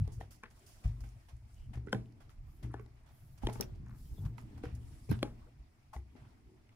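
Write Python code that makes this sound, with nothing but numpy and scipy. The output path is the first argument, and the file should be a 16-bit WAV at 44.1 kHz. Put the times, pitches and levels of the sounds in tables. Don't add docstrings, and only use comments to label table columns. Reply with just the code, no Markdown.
import sys
import numpy as np
from scipy import signal
from scipy.fft import rfft, irfft, next_fast_len
from scipy.io import wavfile

SR = 44100
rng = np.random.default_rng(int(sys.argv[2]) if len(sys.argv) > 2 else 0)


def volts(x):
    e = np.asarray(x, float) / 20
    return 10 ** e


def file_out(sig):
    cols = np.atleast_2d(sig).T
    lim = np.clip(cols, -1, 1)
    pcm = np.round(lim * 32767).astype(np.int16)
    wavfile.write(sys.argv[1], SR, pcm)


N = 297851
FOOT_PAN_DB = 3.6


def rms_one(x):
    return x / np.sqrt(np.mean(x ** 2) + 1e-20)


def peak_one(x):
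    return x / np.max(np.abs(x))


def decay(t, t60_s):
    return volts(-60 * t / t60_s)


def onset(t, rise_s):
    return 1 - np.exp(-t / rise_s)


def butter(x, order, hz, kind):
    return signal.sosfilt(signal.butter(order, hz, kind, fs=SR, output="sos"), x)


def ring(hz, t60_s, t, phase=0):
    return np.sin(2 * np.pi * hz * t + phase) * decay(t, t60_s)


def resonance(x, hz, width_hz):
    r = np.exp(-np.pi * width_hz / SR)
    zeros = np.array([1, 0, -1]) * (1 - r * r) / 2
    poles = [1, -2 * r * np.cos(2 * np.pi * hz / SR), r * r]
    return signal.lfilter(zeros, poles, x)


def add(out, s, sound, pan_db=0):
    i = round(s * SR)
    sound = np.atleast_2d(sound)[:, :N - i]
    out[:, i:i + sound.shape[1]] += sound * volts(np.array([[pan_db / 2], [-pan_db / 2]]))


# start in seconds, peak in dB, tread pitch in Hz, deep joist in dB,
# stairwell boom in dB.
THUDS = [(0.004, -7, 102.5, -10, -24), (0.16, -27, 97.6, 0.5, -22), (0.846, -31, 77.5, 14.5, -2),
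         (0.853, -15, 100.2, -0.5, -17), (1.009, -31.5, 66.9, 3.5, -7.5), (1.321, -45, 70, 9, 4),
         (1.658, -31, 70.3, -27, -4.5), (1.757, -32, 113.8, 7, 2), (1.942, -24, 118, -10, -13),
         (2.63, -42, 112.4, 15, 15), (3.44, -16, 44.2, -3, -9.5), (3.793, -35, 73.3, -14, -3.5),
         (4.189, -20, 100.7, -15, -9), (4.242, -17, 110.2, -1, -11), (4.545, -37.5, 82.8, -5, -23),
         (4.651, -29, 118, -2, -26), (4.726, -29.5, 82.4, 4, -9), (5.092, -18, 129.6, -3, -4.5),
         (5.106, -11.5, 89, -3.5, -14), (5.232, -48, 120, 11, -17), (5.958, -27, 66.4, -5, -19.5)]


def thuds():
    joist_hz, boom_hz, boom_t60_s = 53.4, 118, 0.74
    impact_t60_s, tail_share = 0.17, 0.37
    out, t = np.zeros((2, N)), np.arange(SR // 2) / SR
    for (s, db, hz, joist_db, boom_db), luck in zip(THUDS, rng.random((len(THUDS), 4))):
        t60_s = 0.29 * np.exp(-0.0669 * (db + 17.5))
        tread = ring(hz, t60_s, t) + 0.41 * ring(1.4 * hz, 1.19 * t60_s, t, luck[0])
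        joist = volts(joist_db) * ring(joist_hz * (0.851 + 0.603 * luck[1]), 0.94 * t60_s, t, luck[2])
        boom = volts(boom_db) * ring(boom_hz, boom_t60_s, t, luck[3])
        wood = (tread + joist) * (tail_share + decay(t, impact_t60_s))
        add(out, s, volts(db - 8.5) * onset(t, 0.0047) ** 2 * (wood + boom), pan_db=1.66)
    return out


def contact(t):
    swell = (t / .001) * np.exp(1 - t / .001)
    return rng.standard_normal(len(t)) * (swell + 0.14 * decay(t, 0.28))


def crack(force):
    return peak_one(butter(force, 2, [3600, 14500], "band"))


def first_instant(t):
    return np.exp(-t / 0.00038)


# frequency in Hz, level in dB, t60 in seconds.
BOARD = [(207.6, 6.5, 0.34), (240.5, 11.5, 0.2), (300, 12.5, 0.11), (360.7, 2.5, 0.46), (405.6, 7, 0.23),
         (451, -2.5, 0.35), (667, -9.5, 0.4), (833, 2, 0.13)]


def board(t, luck):
    modes = 0
    for k, (hz, db, t60_s) in enumerate(BOARD):
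        mode = ring(hz * (1 + 0.0393 * luck[k + 2]), t60_s, t, 0.5 * luck[k + 1])
        modes = modes + volts(db + 5.1 * luck[k]) * mode
    return peak_one(modes * onset(t, 0.0035) * (0.17 + decay(t, 0.033)))


def rise(hz, t):
    return onset(t, .0004 + .3 / hz) ** 2


# start in seconds, peak in dB, crack in dB, board in dB,
# time until seated in seconds.
STRIKES = [
    (0.211, -39.5, -47, -7.5, 0.00053),
    (0.435, -39, -55, -11, 0.00027),
    (1.928, -22.5, -39, -7, 0.003),
    (2.7408, -35, -62, -4, 0.00027),
    (3.47, -27, -55, -14, 0.0018),
    (4.637, -39, -41, 4.5, 0.00049),
    (5.229, -21, -44, -12, 0.00063),
]
# frequency in Hz, width in Hz, level in dB.
STRIKE_RINGS = [
    [(728, 170, -2.5), (1850, 87, -6)],
    [(480, 36, -7), (1080, 80, 0.5), (1623, 90, -3), (2360, 140, -11)],
    [(1022, 41, -3.5), (1502, 210, -4), (512, 140, 5), (690, 150, -6), (2230, 300, -30), (3150, 240, -15),
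     (3500, 250, -24), (5200, 590, -29.5), (7550, 460, -36.5)],
    [(385, 160, 2.5), (697, 290, 0), (950, 250, -0.5), (1500, 83, -8.5), (1720, 59, -7)],
    [(350, 210, 7), (897, 69, -5.5), (1810, 270, -20), (2450, 110, -17.5), (3200, 440, -16),
     (3490, 730, -22), (5850, 220, -31), (10000, 390, -67)],
    [(480, 33, 6.5), (960, 84, -16), (1540, 87, -15), (2700, 240, -40)],
    [(297, 240, 9.5), (538, 170, 4.5), (1100, 220, -12), (1710, 72, -19), (2313, 330, -13),
     (3280, 270, -16.5), (4180, 130, -16), (5900, 280, -39), (7460, 430, -44)],
]


def strikes():
    seat_split_hz = 700
    lead_s, lead_db = 0.012, -19.5
    wash_db = -30
    out, t = np.zeros((2, N)), np.arange(SR // 4) / SR
    lucks = rng.standard_normal((len(STRIKES), 12))
    for (s, db, crack_db, board_db, seat_s), rings, luck in zip(STRIKES, STRIKE_RINGS, lucks):
        force, grit = contact(t), rng.standard_normal(len(t))
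        seated = np.maximum(t - seat_s, 0)
        crush = grit * (t / lead_s) ** 2 * (t < lead_s)
        clean, rough, crushed = 0, 0, 0
        for hz, width_hz, ring_db in rings:
            late = seated if hz < seat_split_hz else t
            damped = volts(ring_db - 23.0 * width_hz * seated) * width_hz
            clean = clean - damped * ring(hz, np.inf, late) * rise(hz, late)
            gain = volts(ring_db) * np.sqrt(width_hz)
            rough = rough + gain * resonance(force, hz, 0.5 * width_hz)
            crushed = crushed + gain * resonance(crush, hz, 2 * width_hz)
        rough = rough * decay(t, 0.054)
        layers = 1.16 * peak_one(clean) + .5 * peak_one(rough)
        layers = layers + volts(board_db) * board(seated, luck)
        layers = layers + volts(crack_db) * crack(force * first_instant(t))
        wash = rms_one(resonance(grit, 500, 820)) * onset(t, 0.012) * decay(t, 0.25)
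        add(out, s - .0005, volts(db) * layers, FOOT_PAN_DB + 1.1 * luck[11])
        add(out, s, volts(db + wash_db) * wash, FOOT_PAN_DB)
        add(out, s - lead_s, volts(db + lead_db) * peak_one(crushed), FOOT_PAN_DB)
    return out


# start in seconds, peak in dB, ring in Hz, board in dB.
KNOCKS = [(0.077, -49.5, 753, -4.5), (1.039, -54, 1530, -6.5), (1.773, -53.5, 1080, 3.5),
          (1.872, -45, 1390, -3.5), (1.884, -44, 1500, -22), (1.947, -40.5, 1730, 1.5),
          (2.294, -57, 1300, -33), (2.7955, -48.5, 1100, -5), (2.861, -59, 830, -7),
          (3.11, -61.5, 690, -10.5), (3.435, -58, 815, 10.5), (3.487, -31.5, 636, -9.5),
          (3.557, -46.5, 860, -5), (5.247, -54, 686, 9), (5.964, -41, 814, -13.5), (6.152, -65, 646, 5),
          (6.692, -57.5, 2080, -18)]
# start in seconds, peak in dB, ring in Hz, board in dB, shell in dB.
CLACKS = [
    (2.646, -61, 624, 11.5, -16),
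    (3.497, -42, 1004, -10, -19),
    (3.601, -46, 410, -6, -40),
    (4.382, -48, 928, -19, -17),
    (5.091, -60, 890, 7, -20),
    (5.116, -45.5, 920, 7, -15),
]
# frequency in Hz, width in Hz, level in dB.
SHELL = [(1985, 180, 18.5), (2100, 730, 14.5), (3150, 1600, 5), (3950, 1500, -23)]


def knocks():
    tap_shell_db, tap_shell_follows = -16.5, 0.78
    out, t = np.zeros((2, N)), np.arange(SR // 4) / SR
    taps = [(*row, tap_shell_db - (1 - tap_shell_follows) * (row[1] + 50)) for row in KNOCKS]
    hits = sorted(taps + CLACKS)
    for (s, db, hz, board_db, shell_db), luck in zip(hits, rng.standard_normal((len(hits), 12))):
        crack_db = shell_db - 18
        force = contact(t)
        tip = 0.8 * ring(hz, 10.7 / hz + 0.015, t) * onset(t, 0.0012)
        tip = tip + 0.26 * peak_one(resonance(force, 1.345 * hz, 0.13 * hz))
        shell = 0
        for k, (shell_hz, width_hz, mode_db) in enumerate(SHELL):
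            gain = volts(mode_db + 6.0 * luck[k + 4]) * (-1) ** k
            shell = shell + gain * resonance(force, shell_hz, width_hz)
        layers = volts(1.5) * tip + volts(board_db + 6.5) * board(t, luck)
        layers = layers + volts(shell_db + 7.5) * peak_one(shell) + volts(crack_db - 9.0) * crack(force)
        add(out, s - .0008, volts(db) * layers, FOOT_PAN_DB + 13.6 * luck[11])
    return out


# start in seconds, peak in
# dB, centre in Hz, width in Hz, # length in seconds.
GRINDS = [(0.43, -54, 1380, 1100, 0.04), (1.722, -92, 1580, 1150, 0.022), (4.179, -57.5, 370, 300, 0.018),
          (2.703, -65, 1100, 890, 0.13), (3.419, -58.5, 820, 350, 0.038), (3.603, -55, 840, 500, 0.019),
          (3.86, -67.5, 1020, 875, 0.13), (4.233, -66, 820, 583, 0.068), (4.653, -62, 1460, 1750, 0.029),
          (5.931, -42.5, 915, 259, 0.017)]


def grinds():
    out, t = np.zeros((2, N)), np.arange(SR // 5) / SR
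    grains_per_s = 3000
    for s, db, hz, width_hz, length_s in GRINDS:
        size = volts(5.4 * np.minimum(rng.exponential(1, len(t)), 4))
        grains = rng.standard_normal(len(t)) * size * (rng.random(len(t)) < grains_per_s / SR)
        for width in (width_hz, 2 * width_hz, 2 * width_hz):
            grains = resonance(grains, hz, width)
        drag = onset(t, .003) ** 2 * volts(-6.0 * t / length_s) / (1 + (t / length_s) ** 5)
        add(out, s - .002, volts(db) * rms_one(grains) * drag, FOOT_PAN_DB)
    return out


# start in seconds, peak in dB.
SNAP = [
    (3.6084, -19.5),
]
# frequency in Hz, level in dB, t60 in seconds, pan in dB.
BUCKLE = [(5680, 16, 0.01, -5), (10000, 3, 0.0039, 4), (13200, 8, 0.005, -3), (13500, 10.5, 0.018, 10),
          (15700, 20.5, 0.0032, -5)]


def buckle():
    out, t = np.zeros((2, N)), np.arange(SR // 10) / SR
    (s, db), = SNAP
    for lag_s, lag_db in [(.001, 0), (.0023, -5), (.005, -16)]:
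        for hz, mode_db, t60_s, pan_db in BUCKLE:
            mode = ring(hz * rng.uniform(.98, 1.02), t60_s, t)
            add(out, s + lag_s, volts(db + lag_db + mode_db - 24) * mode, pan_db)
        snap = crack(contact(t) * first_instant(t))
        add(out, s + lag_s, volts(db + lag_db - 16.0) * snap, pan_db=14.0)
    return out


def drift(rate_hz):
    r = np.exp(-80 * np.pi * rate_hz / SR)
    slow = signal.lfilter([1], [1, -2 * r, r * r], rng.standard_normal(N // 40 + 2002))[2000:]
    return np.interp(np.arange(N) / 40, np.arange(len(slow)), rms_one(slow))


def at_hz(points, hz, **ends):
    point_hz, value = np.transpose(points)
    return np.interp(np.log(hz), np.log(point_hz), value, **ends)


# frequency in Hz, left-right likeness from -1 to 1.
LIKENESS = [(60, 0.87), (180, 1), (550, 0.26), (1650, -0.56), (4970, -1.2), (15000, -0.02)]


def banded_noise(spectrum, patchy_db, flicker_hz):
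    out, together = 0, drift(flicker_hz / 3)
    low_hz, top_hz = spectrum[0][0], min(spectrum[-1][0], 17000)
    edges = np.geomspace(low_hz, top_hz, int(2.5 * np.log2(top_hz / low_hz)) + 2)
    white = rng.standard_normal((2, 2, N + 8000))
    for k, (low, high) in enumerate(zip(edges, edges[1:])):
        mid, side = butter(white[k % 2], 2, [low, high], "band")[:, 8000:]
        hz = np.sqrt(low * high)
        alike = np.clip(at_hz(LIKENESS, hz), 0, .995)
        flicker_db = patchy_db * (together + 2.2 * drift(flicker_hz))
        gain = volts(at_hz(spectrum, hz, left=-90, right=-90) + flicker_db)
        out = out + gain * (np.sqrt(1 + alike) * mid + np.sqrt(1 - alike) * side * [[1], [-1]])
    return rms_one(out)


# start in seconds, peak in dB, duller part in dB,
# t60 in seconds.
LANDINGS = [
    (0.8364, -58.5, 6, 0.19),
    (1.731, -56.5, 6.5, 0.16),
    (2.6255, -56, 4, 0.18),
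    (3.417, -59, 2, 0.4),
    (4.249, -53, 1, 0.088),
    (5.0937, -46.5, 0, 0.067),
    (5.93, -51, -2, 0.16),
]
# start in seconds, peak in dB, duller part in dB, t60 in seconds.
BRUSHES = [(0.117, -56, -25, 0.3), (0.202, -60.5, 4.5, 0.19), (0.306, -52.5, -12, 0.27),
           (0.5064, -58.5, -3.5, 0.078), (0.661, -56, -31, 0.63), (1.004, -54, -7, 0.093),
           (1.036, -61.5, -2, 0.3), (1.2834, -61, 1, 0.19), (2.2016, -64.5, 3.5, 0.25),
           (2.298, -63, -2, 0.16), (3.0624, -72.5, 3.5, 0.52), (3.376, -56.5, -8, 0.1),
           (3.494, -53, 12, 0.025), (3.525, -51.5, -22, 0.26), (3.608, -52, 4.5, 0.14),
           (4.38, -60, 3, 0.17), (4.575, -57, 3, 0.052), (4.632, -63, 11, 0.33), (4.748, -53.5, -30, 0.086),
           (5.11, -62, 19.5, 0.15), (5.19, -55.5, 14, 0.0092), (6.159, -76, 13.5, 0.23)]
# frequency in Hz, level in dB per Hz.
PILE = [(2060, -21), (3500, -1), (3920, -16), (4290, 0), (4780, -2.5), (8690, -5), (10500, -11.5),
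        (16000, -8.5)]
# frequency in Hz, level in dB per Hz.
SWISH = [(350, -49.5), (600, 7), (753, -8), (848, -2), (1250, -5), (2650, -10.5), (4500, -18.5),
         (5850, -25.5), (9900, -120)]


def scuffs():
    out, t = np.zeros((2, N)), np.arange(SR // 3) / SR
    grain = volts(0.56 * drift(200))
    bright = banded_noise(PILE, 0.63, 64) * grain
    dull = banded_noise(SWISH, 1.2, 19.0) * grain
    for table, pan_db, swell_s in [(LANDINGS, 2.5, 0.0061), (BRUSHES, -4, 0.0028)]:
        for s, db, dull_db, t60_s in table:
            i = round(s * SR)
            fibres = bright[:, i:i + len(t)] + volts(dull_db + 7.5) * dull[:, i:i + len(t)]
            add(out, s, volts(db - 8.0) * fibres * onset(t, swell_s) * decay(t, t60_s), pan_db)
    return out


# start in seconds, rms in dB, pitch in Hz, width in Hz, length in seconds.
SQUEAKS = [(0.19, -61.5, 480, 120, 0.042), (0.593, -73.5, 383, 90, 0.096), (0.821, -70.5, 480, 121, .05),
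           (1.561, -79.5, 2970, 400, .09), (1.686, -57.5, 205, 60, 0.082), (2.62, -57.5, 300, 79.5, .08),
           (3.8, -57, 196, 40.3, .12), (4.041, -83, 3150, 170, .04), (4.043, -85, 5750, 88.3, .035),
           (4.152, -87, 5200, 200, .015), (4.168, -73.5, 3500, 260, 0.027), (4.859, -69.5, 277, 71, 0.15),
           (5.09, -64, 2330, 350, 0.013), (5.099, -65, 4180, 147, 0.013), (5.12, -73, 5200, 121, .022),
           (5.466, -66, 480, 194, 0.024), (5.931, -56.5, 690, 80, .03), (6.467, -68, 350, 60, 0.087)]


def squeaks():
    out, t = np.zeros((2, N)), np.arange(SR // 4) / SR
    for s, db, hz, width_hz, length_s in SQUEAKS:
        rub = rng.standard_normal(len(t))
        arch = np.sin(np.pi * np.clip(t / (1.57 * length_s), 0, 1)) ** 0.77
        tone = rms_one(resonance(resonance(rub, hz, width_hz), hz, width_hz))
        add(out, s - 0.18 * length_s, volts(db) * arch * tone, pan_db=5.5)
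    return out


def tiny_contacts(table, width_share):
    out, t = np.zeros((2, N)), np.arange(SR // 40) / SR
    for s, db, hz, pan_db in table:
        add(out, s - .001, volts(db) * peak_one(resonance(contact(t), hz, width_share * hz)), pan_db)
    return out


# start in seconds, peak in dB, centre in Hz, pan in dB.
TICKS = [(0.053, -62, 2500, 0), (0.504, -64, 6800, -5), (0.595, -61, 7000, -9), (0.878, -64, 7000, 17),
         (1.038, -66, 1500, 0), (1.09, -64, 6000, -10), (1.367, -68, 7000, -8), (1.544, -66.5, 6000, -12),
         (1.865, -70, 7500, -8), (2.124, -66.5, 4800, -8), (2.299, -71, 12000, 5), (2.633, -62, 9000, 6),
         (2.702, -68, 1500, -5), (2.718, -66, 8500, -1), (2.727, -74, 8000, -5), (2.812, -69, 13000, 0),
         (2.824, -70, 13900, -8), (2.862, -80, 10900, 4), (2.958, -75, 8000, -7), (3.09, -71, 5300, 1.5),
         (3.119, -70, 10400, 2), (3.45, -61, 11000, 3), (3.456, -63, 10000, 0), (3.498, -65, 12000, -1),
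         (3.504, -64, 11000, -1), (3.53, -51.5, 8440, -12), (3.536, -51, 8950, -6), (3.611, -39, 5500, -8),
         (3.628, -69, 13500, 0), (3.908, -67, 4300, 0), (4.263, -49, 1000, 2), (4.376, -70, 11500, 2),
         (4.381, -55.5, 4370, -6), (4.388, -69, 10000, 6), (4.405, -64, 6500, 0), (4.413, -65, 10600, 8),
         (4.425, -68, 11000, 3), (4.648, -64, 1980, 0), (4.657, -49, 1210, -2), (4.669, -60, 2500, 2),
         (5.093, -59, 5000, 8), (5.103, -57, 13000, 7), (5.113, -46.5, 12300, 12), (5.128, -57, 13000, 4),
         (5.116, -56, 2980, 4), (5.126, -46.5, 1850, 0), (5.191, -60, 3000, 18)]


def ticks():
    return tiny_contacts(TICKS, width_share=0.23)


# start in seconds, peak in dB, centre in Hz, pan in dB.
PRICKS = [(1.9385, -51, 7000, -3), (1.757, -61, 5500, 0), (1.777, -62, 3030, 0), (1.894, -63, 3600, 0),
          (2.058, -63, 2500, 0), (2.633, -62, 3500, 3), (2.797, -68, 6000, -5), (4.654, -48, 900, 2),
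          (3.498, -60, 5000, 0), (4.389, -70, 6000, 0), (4.415, -65, 4800, -2), (2.862, -63, 4000, 0),
          (3.037, -75, 9000, -3), (3.062, -70.5, 8000, -3.5), (3.626, -40.5, 2400, -5),
          (3.752, -68, 5000, -1.5), (3.758, -68, 4870, -9), (3.762, -81, 9000, -2), (3.795, -81, 8900, -5),
          (3.8625, -67, 6000, -7), (3.884, -67, 6000, 0), (3.897, -68, 11000, 0)]


def pricks():
    return tiny_contacts(PRICKS, width_share=0.4)


def swells(s, db, hold_s, rise_s, t60_s, rest_db):
    t = np.arange(N) / SR - np.array(s)[:, None]
    after_hold = np.maximum(t - np.array(hold_s)[:, None], 0)
    shape = np.exp(np.minimum(t, 0) / rise_s) * decay(after_hold, t60_s)
    return np.sqrt(volts(2 * rest_db) + volts(2 * np.array(db)) @ shape ** 2)


# start in seconds, hiss in dB, hold in seconds, finest part in dB,
# duller part in dB.
SWINGS = [(0.0, -80, 0.1, -12, 9), (0.572, -73, 0.32, -8, 0), (1.003, -78.5, 0.26, -9, 0),
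          (1.51, -77.5, 0.1, -8, 2), (2.495, -83, 0.087, 5.5, -23), (3.156, -80.5, 0.16, 6, -26),
          (3.485, -72.5, 0.14, -1, 8), (3.986, -73, 0.24, 2, -18), (4.385, -80.5, 0.41, -6, 5.5),
          (4.847, -73.5, 0.32, -19, -0.5), (5.212, -81.5, 0.24, -6, 9), (6.197, -85, 0.12, -12, 12.5)]
# frequency in Hz, level in dB per Hz.
HISS = [(2060, -55), (3500, 20.5), (3780, -0.5), (5390, 3), (6050, 5.5), (7510, -10), (8530, 6.5),
        (9680, 1.5), (15100, -5.5), (16000, -10)]


def cloth():
    weave = volts(0.24 * drift(43))
    hiss = banded_noise(HISS, 0.61, 35) * weave
    sheen = rms_one(butter(hiss, 4, 10500, "high"))
    swish = banded_noise(SWISH, 1.2, 25) * np.sqrt(weave)
    s, db, hold_s, fine_db, dull_db = np.transpose(SWINGS)
    out = 0
    for part, part_db, rest_db in [(hiss, 0, -85.5), (sheen, fine_db, -96.5), (swish, dull_db, -76.5)]:
        out = out + part * swells(s, db + part_db, hold_s, rise_s=0.05, t60_s=0.47, rest_db=rest_db)
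    return out


# time in seconds, rumble in dB.
LOAD = [(0.0, -31.5), (0.06, -41), (0.28, -59.5), (0.77, -60.5), (1.05, -66.5), (1.37, -59), (1.67, -49),
        (2.12, -55), (2.399, -49.5), (3.03, -60), (3.551, -53.5), (3.7, -44.5), (3.95, -50), (4.34, -49.5),
        (4.55, -56), (5.1, -50.5), (5.96, -63), (6.75, -62)]
# start in seconds, level in dB, hold in seconds.
SETTLES = [
    (0.0, -65.5, 0.21),
    (0.913, -64.5, 0.11),
    (1.885, -56, 0.1),
    (2.662, -64, 0.067),
    (3.628, -63.5, 0.3),
    (4.236, -55, 0.031),
    (4.514, -58, 0.28),
    (5.184, -60, 0.11),
    (6.117, -69.5, 0.46),
]
# frequency in Hz, level in dB per Hz.
RUMBLE = [(12, -30.5), (20, 2), (39, -3.5), (59, 3), (86, -15), (108, 8), (124, -5.5), (190, -61),
          (250, -103.5)]
# frequency in Hz, level in dB per Hz.
CREEP = [(88, -83), (150, -15), (199, 2.5), (323, -4.5), (367, -7), (456, -31), (750, -26), (980, -17),
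         (1650, -120)]


def carcass():
    load_db = np.interp(np.arange(N) / SR, *np.transpose(LOAD))
    creep = swells(*np.transpose(SETTLES), rise_s=0.087, t60_s=1.2, rest_db=-79)
    return volts(load_db) * banded_noise(RUMBLE, 2.64, 12.7) + creep * banded_noise(CREEP, 0.9, 35)


# frequency in Hz, level in dB per Hz.
ROOM_TONE = [(15, -17), (25, -4), (108, 7), (137, -4), (175, -18), (317, -9.5), (489, -31), (840, -30),
             (1330, -86), (2110, -21.5), (4140, -58), (5280, -13), (8590, -77), (9570, -52), (16000, -38)]


def room_tone():
    return volts(-67) * banded_noise(ROOM_TONE, 0.69, 41)


def stairwell(x):
    t60_s, wall_cut_hz = 0.17, 3500
    size = next_fast_len(N + SR)
    w = 2 * np.pi * np.arange(size // 2 + 1) / size
    wall = 1 / (1 + 1j * w * SR / (2 * np.pi * wall_cut_hz))
    out = np.zeros((2, size // 2 + 1), complex)
    for k, lag in enumerate(rng.uniform(.011, .045, 12) * SR):
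        trip = decay(lag / SR, t60_s) * wall * np.exp(-1j * w * lag)
        out[k % 2] += (-1) ** (k // 2) * trip / (1 - trip)
    return irfft(out * rfft(x, size), size)[:, :N]


def scene():
    left_lag_s, well_db = .0001, -11.5
    heels = strikes()
    far = butter(heels, 1, 800, "low")
    rest = knocks() + grinds() + buckle()
    hard, fibres = heels + rest, scuffs()
    hard[0] = np.interp(np.arange(N) - left_lag_s * SR, np.arange(N), hard[0])
    echo = volts(well_db) * stairwell((far + rest + fibres).mean(axis=0))
    bed = carcass() + cloth() + room_tone()
    return thuds() + hard + fibres + echo + squeaks() + ticks() + pricks() + bed


# frequency in Hz, width in Hz, level in dB.
PORT = [(5400, 900, 2), (8500, 900, -10), (9800, 1500, 6.5)]


def band_limit(x):
    return signal.sosfilt(signal.butter(12, 17160, fs=SR, output="sos"), x)


def record(dry):
    for hz, width_hz, db in PORT:
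        dry = dry + (volts(db) - 1) * resonance(dry, hz, width_hz)
    dry = butter(dry, 1, 18, "high")
    top_cut = signal.cheby2(12, 60, 1.04 * 15900, fs=SR, output="sos")
    return band_limit(signal.sosfilt(top_cut, dry))


dry = scene()
out = record(dry)
file_out(out)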